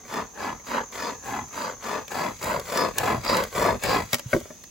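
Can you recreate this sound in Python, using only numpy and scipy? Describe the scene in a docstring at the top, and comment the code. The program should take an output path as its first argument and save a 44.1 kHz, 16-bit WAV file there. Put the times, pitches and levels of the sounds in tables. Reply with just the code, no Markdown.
"""Hand chain saw in a log

On grassy ground a hand chain saw is pulled to and fro through a log while the microphones move closer.
Each pull shapes noise and tooth impulses into rasp, tearing fibres, rattling links and a rocking log.
At last the saw snags with a crack of noise bursts, and the log knocks down in decaying modes and thumps.
Filtered noise and brief rings make air and insects in the trees; a thin trill of chirps passes far away."""
import sys
import numpy as np
from scipy import signal
from scipy.fft import rfft, irfft
from scipy.io import wavfile
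from scipy.ndimage import uniform_filter1d

SR = 44100
rng = np.random.default_rng(int(sys.argv[2]) if len(sys.argv) > 2 else 0)


def int16_out(signal):
    """Quantize to a 16-bit WAV file."""
    q = np.round(np.clip(np.atleast_2d(signal).T, -1, 1) * 32767)
    wavfile.write(sys.argv[1], SR, q.astype(np.int16))


N = 207402
T = np.arange(N) / SR

# Pulls on the saw, by the two hands in turn. Each row: start in seconds, length in seconds, attack in
# seconds, crest as share of the length, arch from crest to ends in dB before each layer's share of it,
# then levels in dB before the layer trims: rocking of the log, bite of the teeth, tearing fibres,
# rattle of the links; last the ring of the log at mid pull in Hz.
PULLS = [(0.04, 0.25, 0.098, 0.61, 17.5, -49, -28.5, -40.5, -47.5, 800),
         (0.342, 0.25, 0.1, 0.42, 1, -51.5, -31.0, -44, -49, 557),
         (0.642, 0.23, 0.027, 0.66, 17.0, -52.5, -24.5, -38.5, -49.5, 820),
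         (0.912, 0.29, 0.018, 0.55, 12.5, -54.5, -32, -40.5, -48, 547),
         (1.219, 0.269, 0.035, 0.53, 12, -47, -31.5, -46, -48.5, 807),
         (1.501, 0.28, 0.072, 0.62, 5, -54.5, -32, -43, -46.5, 616),
         (1.804, 0.27, 0.041, 0.51, 10, -53.5, -30, -41.0, -47.5, 840),
         (2.092, 0.29, 0.026, 0.46, 13.5, -49.5, -28.0, -40, -44, 566),
         (2.391, 0.27, 0.041, 0.53, 11, -43, -27.0, -39.5, -41.5, 660),
         (2.608, 0.336, 0.14, 0.71, 11.5, -46, -23.5, -34.5, -39.5, 528.7),
         (2.939, 0.293, 0.053, 0.55, 15, -38, -23.5, -37, -41, 630),
         (3.208, 0.32, 0.085, 0.4, 20, -40.5, -22.5, -31.5, -40, 520),
         (3.51, 0.28, 0.055, 0.61, 11, -35, -21, -34.5, -38, 603),
         (3.798, 0.3, 0.044, 0.46, 25.5, -37.5, -22.5, -31.5, -39.5, 520)]
# Colour of the wood from close by. Each row: frequency in Hz, relative level in dB.
WOOD_NEAR = [(90, -37.5), (170, -2.5), (250, -5), (320, -5.5), (440, 1.5), (560, 1.5), (680, -0.5),
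             (850, -1), (1060, 0), (1270, -3.5), (1700, -10), (2200, -11), (3000, -24.5), (5000, -38)]
# Colour of cracking wood and of links on bark. Each row: frequency in Hz, relative level in dB.
CRACK = [(100, -40), (500, 8), (1200, 4.5), (2000, 4.5), (3200, 2.5), (4500, 0), (6000, 0), (7500, 5),
         (10000, 1.5), (15000, 0), (17000, 10.5)]


def amp(db):
    """Decibels to gain."""
    return 10 ** (np.asarray(db) / 20)


def evened(x):
    """Scales to rms 1."""
    return x / np.sqrt(np.mean(x ** 2) + 1e-20)


def read(points, hz):
    """Reads a spectrum table on a log-frequency axis."""
    f, value = np.transpose(points)
    return np.interp(np.log(hz + 1), np.log(f), value)


def level(rows):
    """Gain over time from a curve of seconds and dB."""
    s, db = np.transpose(rows)
    return amp(np.interp(T, s, db))


def add(mix, s, sound):
    """Adds a sound to the mix at time s, in place."""
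    part = mix[round(s * SR):][:len(sound)]
    part += sound[:len(part)]


def colour(x, spectrum, peaks=(), size=4096):
    """Minimum-phase filter from a spectrum with resonances on top; keeps the power of white noise."""
    hz = np.fft.rfftfreq(size, 1 / SR)
    lift = sum(db / (1 + (2 * (hz - f) / width) ** 2) for f, width, db in peaks)
    gain = evened(amp(read(spectrum, hz) + lift))
    log_gain = np.log(np.r_[gain, gain[-2:0:-1]])
    taps = np.fft.ifft(np.exp(np.conj(signal.hilbert(log_gain)))).real[:size // 2]
    return signal.oaconvolve(x, taps)[:len(x)]


def grit(per_s, spread_db):
    """Tiny fractures of uneven size and random sign at random moments."""
    size = amp(spread_db * np.minimum(rng.exponential(1, N), 4))
    struck = rng.random(N) < per_s / SR
    return evened(size * rng.choice([-1, 1], N) * struck)


def pings(low_hz, high_hz, ring_s, per_s, spread_db, count=14):
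    """Many brief rings at scattered pitches, each pitch with its own sparse train of taps."""
    t = T[:SR // 30]
    rings = [np.exp(-t / ring_s) * np.sin(2 * np.pi * hz * t) for hz in rng.uniform(low_hz, high_hz, count)]
    return evened(sum(signal.oaconvolve(grit(per_s / count, spread_db), ring)[:N] for ring in rings))


def steadied(x, span_s):
    """Holds the slow level at 1 and leaves the fast grain."""
    power = uniform_filter1d(x ** 2, int(span_s * SR))
    power = uniform_filter1d(power, int(span_s * SR / 2))
    return x / np.sqrt(np.abs(power) + 1e-6)


def resonate(x, hz, width_hz):
    """A resonance of gain 1 that follows the curve hz: shift to zero frequency, smooth, shift back."""
    turn = np.exp(2j * np.pi * np.cumsum(hz * np.ones(N)) / SR)
    r = np.exp(-np.pi * width_hz / SR)
    return 2 * (turn * signal.lfilter([1 - r], [1, -r], x / turn)).real


def outdoors(air_db=-54, apart=0.79, insects_apart=2.5):
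    """Still air and a wide, shimmering insect chorus: noise partly shared between the two channels."""
    # Colour of the air. Each row: frequency in Hz, relative level in dB.
    air_colour = [(20, 5), (50, 5.5), (120, 3), (250, 2.5), (500, -9), (900, -11.5), (1600, -26),
                  (3000, -18), (5000, -14.5), (8000, -35), (12000, -35), (16000, -35)]
    # Colour of the insects. Each row: frequency in Hz, relative level in dB.
    insect_colour = [(4500, -44), (5650, -7.5), (6050, 3.5), (6350, 7.5), (6650, 1), (7100, -1.5),
                     (8000, -40), (10000, -21)]
    # Swell of the chorus. Each row: time in seconds, level in dB.
    chorus_curve = [(0, -49.5), (.7, -47), (1.1, -44), (1.6, -44.5), (2.1, -47.5), (3, -49.5), (4.7, -49.5)]
    shared, *own = rng.standard_normal((3, N))
    air = np.array([colour(evened(shared + apart * z), air_colour) for z in own])
    shared, *own = rng.standard_normal((3, N))
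    shimmer = pings(6100, 6750, ring_s=0.0081, per_s=250, spread_db=4.0)
    song = [colour(evened(shared + insects_apart * z), insect_colour) for z in own]
    insects = np.array([evened(side + 0.45 * shimmer) for side in song])
    return amp(air_db) * air + level(chorus_curve) * insects


def nearness(approach_s=1.87, approach_length_s=0.53):
    """0 while the microphones are far from the log, 1 once they are close."""
    return np.clip((T - approach_s) / approach_length_s, 0, 1)


def pull_state():
    """How far each pull has run (0-1), which hand pulls (0 or 1), the log's ring in Hz, and the crest."""
    # Glide of the ring over a pull, in octaves: it rises under the first hand and sags under the second.
    glide_octaves = (0.19, -0.39)
    rows = np.array(PULLS)
    which = np.maximum(np.searchsorted(rows[:, 0], T) - 1, 0)
    run = np.clip((T - rows[which, 0]) / rows[which, 1], 0, 1)
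    hand = which % 2
    ring_hz = rows[which, -1] * 2 ** (np.take(glide_octaves, hand) * (run - .5))
    return uniform_filter1d(np.array([run, hand, ring_hz, rows[which, 3]]), SR // 50)


def effort(law, axis):
    """Gain of one layer: each pull takes hold, arches over its crest and lets go; the chain idles at the turns."""
    release_s, shift, arch_share, far_db, near_db = law
    power = amp(far_db + (near_db - far_db) * nearness()) ** 2
    for row in PULLS:
        start, length, attack_s, crest, arch_db, *_ = row
        t = T[T < length]
        # a release of 0 s lets go at once
        with np.errstate(divide="ignore"):
            release = np.minimum(np.divide(length - t, release_s), 1) ** 1.42
        grip = np.minimum(t / attack_s, 1) * release
        arch = arch_share * arch_db * (2 * (t / length - crest - shift)) ** 2
        add(power, start, (grip * amp(row[axis] - arch)) ** 2)
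    return np.sqrt(power)


def teeth(per_s=110, jitter=.3):
    """One equal impulse for each cutter entering the wood; the chain is fastest in mid pull."""
    speed = np.sqrt(np.sin(np.pi * pull_state()[0]).clip(0))
    travel = np.cumsum(speed) * per_s / SR  # in cutters
    slip = rng.standard_normal(1000)
    at = np.searchsorted(travel, np.arange(len(slip)) + jitter * slip)
    return np.bincount(at, minlength=N + 1)[:N].astype(float)


def tearing(bites, decay_s, drag):
    """Each bite loads the wood and lets go, over a steady drag."""
    load = signal.lfilter([1], [1, -np.exp(-1 / (decay_s * SR))], bites)
    return evened(abs(drag) + evened(load))


def log_rocking(bites, tip_db=3.0):
    """Bites and grit shake the log on the ground; the rumble swells twice in each pull."""
    # Colour of the rocking. Each row: frequency in Hz, relative level in dB.
    rocking_colour = [(20, -46), (45, 2.5), (70, -1.5), (105, 3.5), (160, -3.5), (240, -6.5), (400, -34),
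                      (900, -75)]
    shake = evened(bites) + grit(per_s=3700, spread_db=0.5)
    rocking = steadied(colour(shake, rocking_colour), span_s=0.03)
    # the log tips as the chain takes hold and drops back as it lets go
    return rocking * amp(-tip_db * np.cos(4 * np.pi * pull_state()[0]))


def wood_rasp(bites, darken_db=8, swell_db=3):
    """Bites and fractures sound through the log, which dulls and rings more strongly as a pull runs out."""
    # Colour of the wood from farther off. Each row: frequency in Hz, relative level in dB.
    wood_far = [(90, -39), (170, -10.5), (260, 0.5), (340, -6), (440, 0), (560, -1.5), (680, -3),
                (850, 0.5), (1060, 0), (1270, -2.5), (1700, -7), (2300, -13.5), (3000, -17), (5000, -32)]
    # Resonances of the log under the chain. Each row: frequency in Hz, width in Hz, lift in dB.
    cut_peaks = [(235, 25, 2), (1027, 114, 4), (1704, 24, 11), (1993, 36, 7)]
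    force = tearing(bites, decay_s=0.0096, drag=0.91) * grit(per_s=5000, spread_db=1.5)
    force = force + .5 * evened(bites)
    near = nearness()
    run, _, ring_hz, _ = pull_state()
    wood = (1 - near) * colour(force, wood_far, cut_peaks) + near * colour(force, WOOD_NEAR, cut_peaks)
    ring = amp(3.5 + swell_db * (run - 2.0)) * resonate(wood, ring_hz, width_hz=70)
    overtone = amp(-21.0) * resonate(wood, 2 * ring_hz, width_hz=28)
    wood = wood + ring + overtone
    low = signal.lfilter(*signal.butter(1, 900, fs=SR), wood)
    return steadied(low + amp(-darken_db * run) * (wood - low), span_s=0.033)


def fibre_hiss(bites, squeak_lead=0.094, squeak_span=0.17):
    """Fibres tear; under the second hand the cutters run edge first and squeak just before the crest."""
    # Colour of tearing fibres. Each row: frequency in Hz, relative level in dB.
    fibre_colour = [(600, -17.5), (1500, 5), (2400, 6), (2900, -1), (3300, 0), (4100, 1), (4900, -2),
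                    (5800, -10), (7200, -5), (9000, -20), (14000, -45)]
    run, hand, _, crest = pull_state()
    hiss = colour(tearing(bites, decay_s=0.007, drag=1.0) * grit(per_s=4000, spread_db=4), fibre_colour)
    squeaks = amp(-3.5) * pings(4300, 5170, ring_s=0.0028, per_s=840, spread_db=7.0, count=30)
    edge = squeaks + amp(7.0) * resonate(hiss, 4850, width_hz=750)
    # lead and span are shares of the pull
    edge_first = hand * np.exp(-((run - crest + squeak_lead) / squeak_span) ** 2)
    return steadied(hiss + edge_first * edge, span_s=0.033)


def link_rattle(bites):
    """Steel links scrape through the cut and tinkle against their rivets."""
    # Colour of scraping links. Each row: frequency in Hz, relative level in dB.
    link_colour = [(1500, -53), (4000, -7.5), (6000, -5.5), (7400, 9.5), (8500, 0), (10500, 2.5),
                   (12000, -1), (13500, 1), (15500, 3.5), (16500, -14)]
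    scrape = colour(tearing(bites, decay_s=0.006, drag=2.3) * grit(per_s=5900, spread_db=-0.5), link_colour)
    tinkle = pings(6750, 15400, ring_s=0.0042, per_s=500, spread_db=4.0, count=24)
    return steadied(scrape + amp(-6.5) * tinkle, span_s=0.057)


def sawing(stop_s=0.15):
    """Cutters bite, fibres tear, links rattle and the log rocks; all fades out after the last pull."""
    # How each layer follows a pull. Each holds: release in seconds, crest shift as share of the length,
    # share of the arch, idle level far off in dB, idle level close by in dB, both before the trim below.
    rock_law = (0, 0.02, 0.63, -66, -58)
    bite_law = (0.1022, 0, 1, -54, -66)
    fibre_law = (0.12, -0.0946, 0.56, -64, -53)
    link_law = (0.16, -0.1, -0.03, -63, -54.5)
    bites = teeth()
    # axis is the layer's level column in PULLS
    rocking = amp(0.5) * effort(rock_law, axis=5) * log_rocking(bites)
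    rasp = amp(-0.5) * effort(bite_law, axis=6) * wood_rasp(bites)
    hiss = amp(-1.0) * effort(fibre_law, axis=7) * fibre_hiss(bites)
    rattle = amp(0.63) * effort(link_law, axis=8) * link_rattle(bites)
    start, length, *_ = PULLS[-1]
    moving = np.clip(1 - (T - start - length) / stop_s, 0, 1)
    return moving * (rocking + rasp + hiss + rattle)


def log_ring(crush_s=0.0094):
    """The modes of the log after one blow, with a short crush of bark; peak 1."""
    # Modes of the struck log. Each row: nominal frequency in Hz, level in dB, 60 dB decay in seconds.
    log_modes = [(144, -0.5, 0.044), (238.6, -1.5, 0.13), (337, -6.5, .09), (403, 0.5, 0.071),
                 (563, -1, 0.09), (598, 1, 0.077), (840, -5.5, 0.038), (998.8, -15, 0.052),
                 (1356, -7, 0.064), (1586, 6, .025), (1919, 1, 0.046), (2245, 6, 0.037)]
    t = T[:SR // 3]
    ring = np.zeros(len(t))
    for hz, db, t60 in log_modes:
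        wave = np.sin(2 * np.pi * hz * rng.uniform(.97, 1.03) * t)
        ring += rng.choice([-1, 1]) * amp(db - 60 * t / t60) * wave
    ring += colour(rng.standard_normal(len(t)) * np.exp(-t / crush_s), WOOD_NEAR)
    return ring / abs(ring).max()


def snaps(crack_s=0.0013, splinter_s=0.0094, splinter_db=-17, catch_s=0.0019, catch_db=-7):
    """A tooth catches and an instant later breaks free: a hard click, short splintering and a log ring."""
    # Teeth snapping free. Each row: time in seconds, level in dB before the trims,
    # ring of the log in dB relative to that level.
    snap_rows = [(0.051, -40, 0), (.141, -27, -7), (.598, -40.5, 1), (1.308, -34, -30), (1.486, -36, -10),
                 (2.081, -24.5, -16), (2.118, -26.5, -8), (2.43, -20, -22), (2.444, -18.5, -25),
                 (2.598, -21.5, -29), (2.774, -13.5, -19), (2.984, -4, -36), (3.249, -21, -11),
                 (3.369, -11.5, -17), (3.438, -16.5, -25), (3.8373, -11.5, -7), (3.959, -25, 5),
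                 (4.132, -5, -11.5), (4.1441, -5.5, -16), (4.1533, -19, -31), (4.1655, -29, -30),
                 (4.185, -25, -22), (4.195, -19, -13), (4.402, -29.5, -28), (4.6394, -29, -40)]
    cracks, rings, t = np.zeros(N), np.zeros(N), T[:SR // 15]
    fade = np.exp(-t / crack_s) + amp(splinter_db) * np.exp(-t / splinter_s)
    for s, db, ring_db in snap_rows:
        for at, click_db in (s - catch_s, db + catch_db), (s, db):
            burst = rng.standard_normal(len(t)) * fade
            burst = burst / np.linalg.norm(burst) * 3.6 + 1.2 * (t == 0)  # noise plus one hard click
            add(cracks, at, amp(click_db) * burst)
        add(rings, s, amp(db + ring_db) * log_ring())
    return amp(2.5) * colour(cracks, CRACK) + amp(0.5) * rings


def knocks(thump_s=0.011, rise_s=0.002):
    """The log strikes and bounces in low-passed rings; the soil answers with short sine thumps."""
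    # The log knocking. Each row: time in seconds, peak in dB, treble corner in Hz (lower is duller).
    knock_rows = [(0.688, -33, 2500), (2.411, -33, 2470), (2.957, -35, 2573), (3.574, -26.5, 2500),
                  (3.736, -23, 600), (3.753, -21.5, 703), (4.3309, -11.5, 3200), (4.334, -10.5, 985),
                  (4.345, -11, 600), (4.363, -15.5, 450), (4.41, -30, 794), (4.455, -33.5, 1210),
                  (4.504, -32.5, 900)]
    # The log thumping the soil. Each row: time in seconds, level in dB, frequency in Hz.
    thump_rows = [(2.568, -32, 155), (3.17, -27, 114.4), (3.729, -30, 103), (4.133, -29, 124),
                  (4.259, -27, 123), (4.341, -25.5, 162), (4.361, -20.5, 335), (4.426, -38, 89)]
    out, t = np.zeros(N), T[:SR // 5]
    for s, db, corner_hz in knock_rows:
        ring = signal.lfilter(*signal.butter(2, corner_hz, fs=SR), log_ring())
        add(out, s, amp(db) * ring / abs(ring).max())
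    swell = (1 - np.exp(-t / rise_s)) * np.exp(-t / thump_s)
    for s, db, hz in thump_rows:
        add(out, s, amp(db) * swell / swell.max() * np.sin(2 * np.pi * hz * t))
    return out


def trill(start_s=.863, gap_s=.0843, top_hz=7150, bend_hz=230, half_s=0.011, db=-45, count=11):
    """A far trill of small chirps, each rising to its top pitch and falling back."""
    out, t = np.zeros(N), T[:SR // 25] - 1 / 50  # t is 0 at the middle of a chirp
    hz = top_hz - bend_hz * (t / half_s) ** 2
    chirp = np.exp(-(t / half_s) ** 2) * np.sin(2 * np.pi * np.cumsum(hz) / SR)
    for k in range(count):
        add(out, start_s + k * gap_s + t[0], amp(db) * chirp)
    return out


def slack_chain():
    """After the last pull, loose links slither over the bark: swells of coloured grit."""
    # The slithers. Each row: crest in seconds, level in dB, rise in seconds, decay in seconds.
    slither_rows = [(4.13, -30, 0.012, 0.021), (4.335, -31.5, 0.022, 0.031), (4.45, -48, 0.51, 0.38)]
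    start, length, *_ = PULLS[-1]
    loose = np.zeros(N)
    for s, db, rise_s, decay_s in slither_rows:
        loose += amp(db) * np.exp(np.minimum((T - s) / rise_s, (s - T) / decay_s))
    return (T > start + length) * loose * colour(grit(per_s=7000, spread_db=0.5), CRACK)


def surroundings(x, near_s=0.0033, far_s=0.09, far_db=-33, count=7, poses_per_s=8):
    """Quick scatter off legs and ground that changes as the bodies move, and a faint return from the trees."""
    # Colour of the scatter. Each row: frequency in Hz, level in dB.
    scatter_colour = [(60, -14), (300, -6), (1000, -2), (2000, 0), (3200, -0.5), (6000, 4.5), (8500, -35),
                      (16000, -8)]
    t, out = T[:SR // 3], np.array([x, x])
    fade = (np.exp(-t / near_s) + amp(far_db) * np.exp(-t / far_s)) * (t > .0006)
    # colour() keeps the power of white noise, so the scatter level comes back here
    shade = np.sqrt(np.mean(amp(read(scatter_colour, np.linspace(0, SR / 2, SR // 20))) ** 2))
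    for k in range(count):
        away = (T * poses_per_s - k + count / 2) % count - count / 2
        part = x * np.cos(np.pi / 2 * np.clip(away, -1, 1))  # each pose fades into the next, in a cycle
        for side in out:
            taps = rng.standard_normal(len(t)) * fade
            taps = colour(taps / np.linalg.norm(taps), scatter_colour)
            side += shade * signal.oaconvolve(part, taps)[:N]
    return out


def scene():
    """The saw and the log in front of the microphones, the insects and the trill around."""
    # Where the log lies in front of the microphones. Each row: time in seconds, left minus right in dB.
    place_curve = [(0, -0.2), (2.2, 1.2), (3.2, 0.5), (4.7, 0.5)]
    lean = np.sqrt(level(place_curve))
    work = surroundings(sawing() + snaps() + knocks() + slack_chain())
    return work * np.array([lean, 1 / lean]) + outdoors() + trill()


def record(dry, edge_hz=15950):
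    """Two spaced microphone ports as level and phase differences, a bass cut, then the band limit."""
    # Right microphone against the left. Each row: frequency in Hz, phase lead in radians.
    port_phase = [(0, 0), (780, -.2), (3700, -.1), (5200, .6), (7100, .1), (9100, 3.14), (11100, 6.28),
                  (13200, 9.42), (15300, 12.57), (16500, 13)]
    # Balance of the microphones. Each row: frequency in Hz, left minus right in dB.
    balance = [(100, -1.2), (500, 0), (800, 0.5), (1300, 2), (2500, 2.5), (4500, -0.5), (9000, -1)]
    hz = np.fft.rfftfreq(2 * N, 1 / SR)
    lean = amp(read(balance, hz) / 2) * np.exp(-.5j * np.interp(hz, *np.transpose(port_phase)))
    pair = irfft(rfft(dry, 2 * N) * np.array([lean, 1 / lean]))[:, :N]
    wind_filter = signal.butter(4, 34, "highpass", fs=SR, output="sos")
    pair = signal.sosfilt(wind_filter, pair)
    band_limit = signal.firwin(511, edge_hz, window=("kaiser", 9), fs=SR)
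    return signal.oaconvolve(pair, band_limit[None], "same")


dry = scene()
out = record(dry)
int16_out(out)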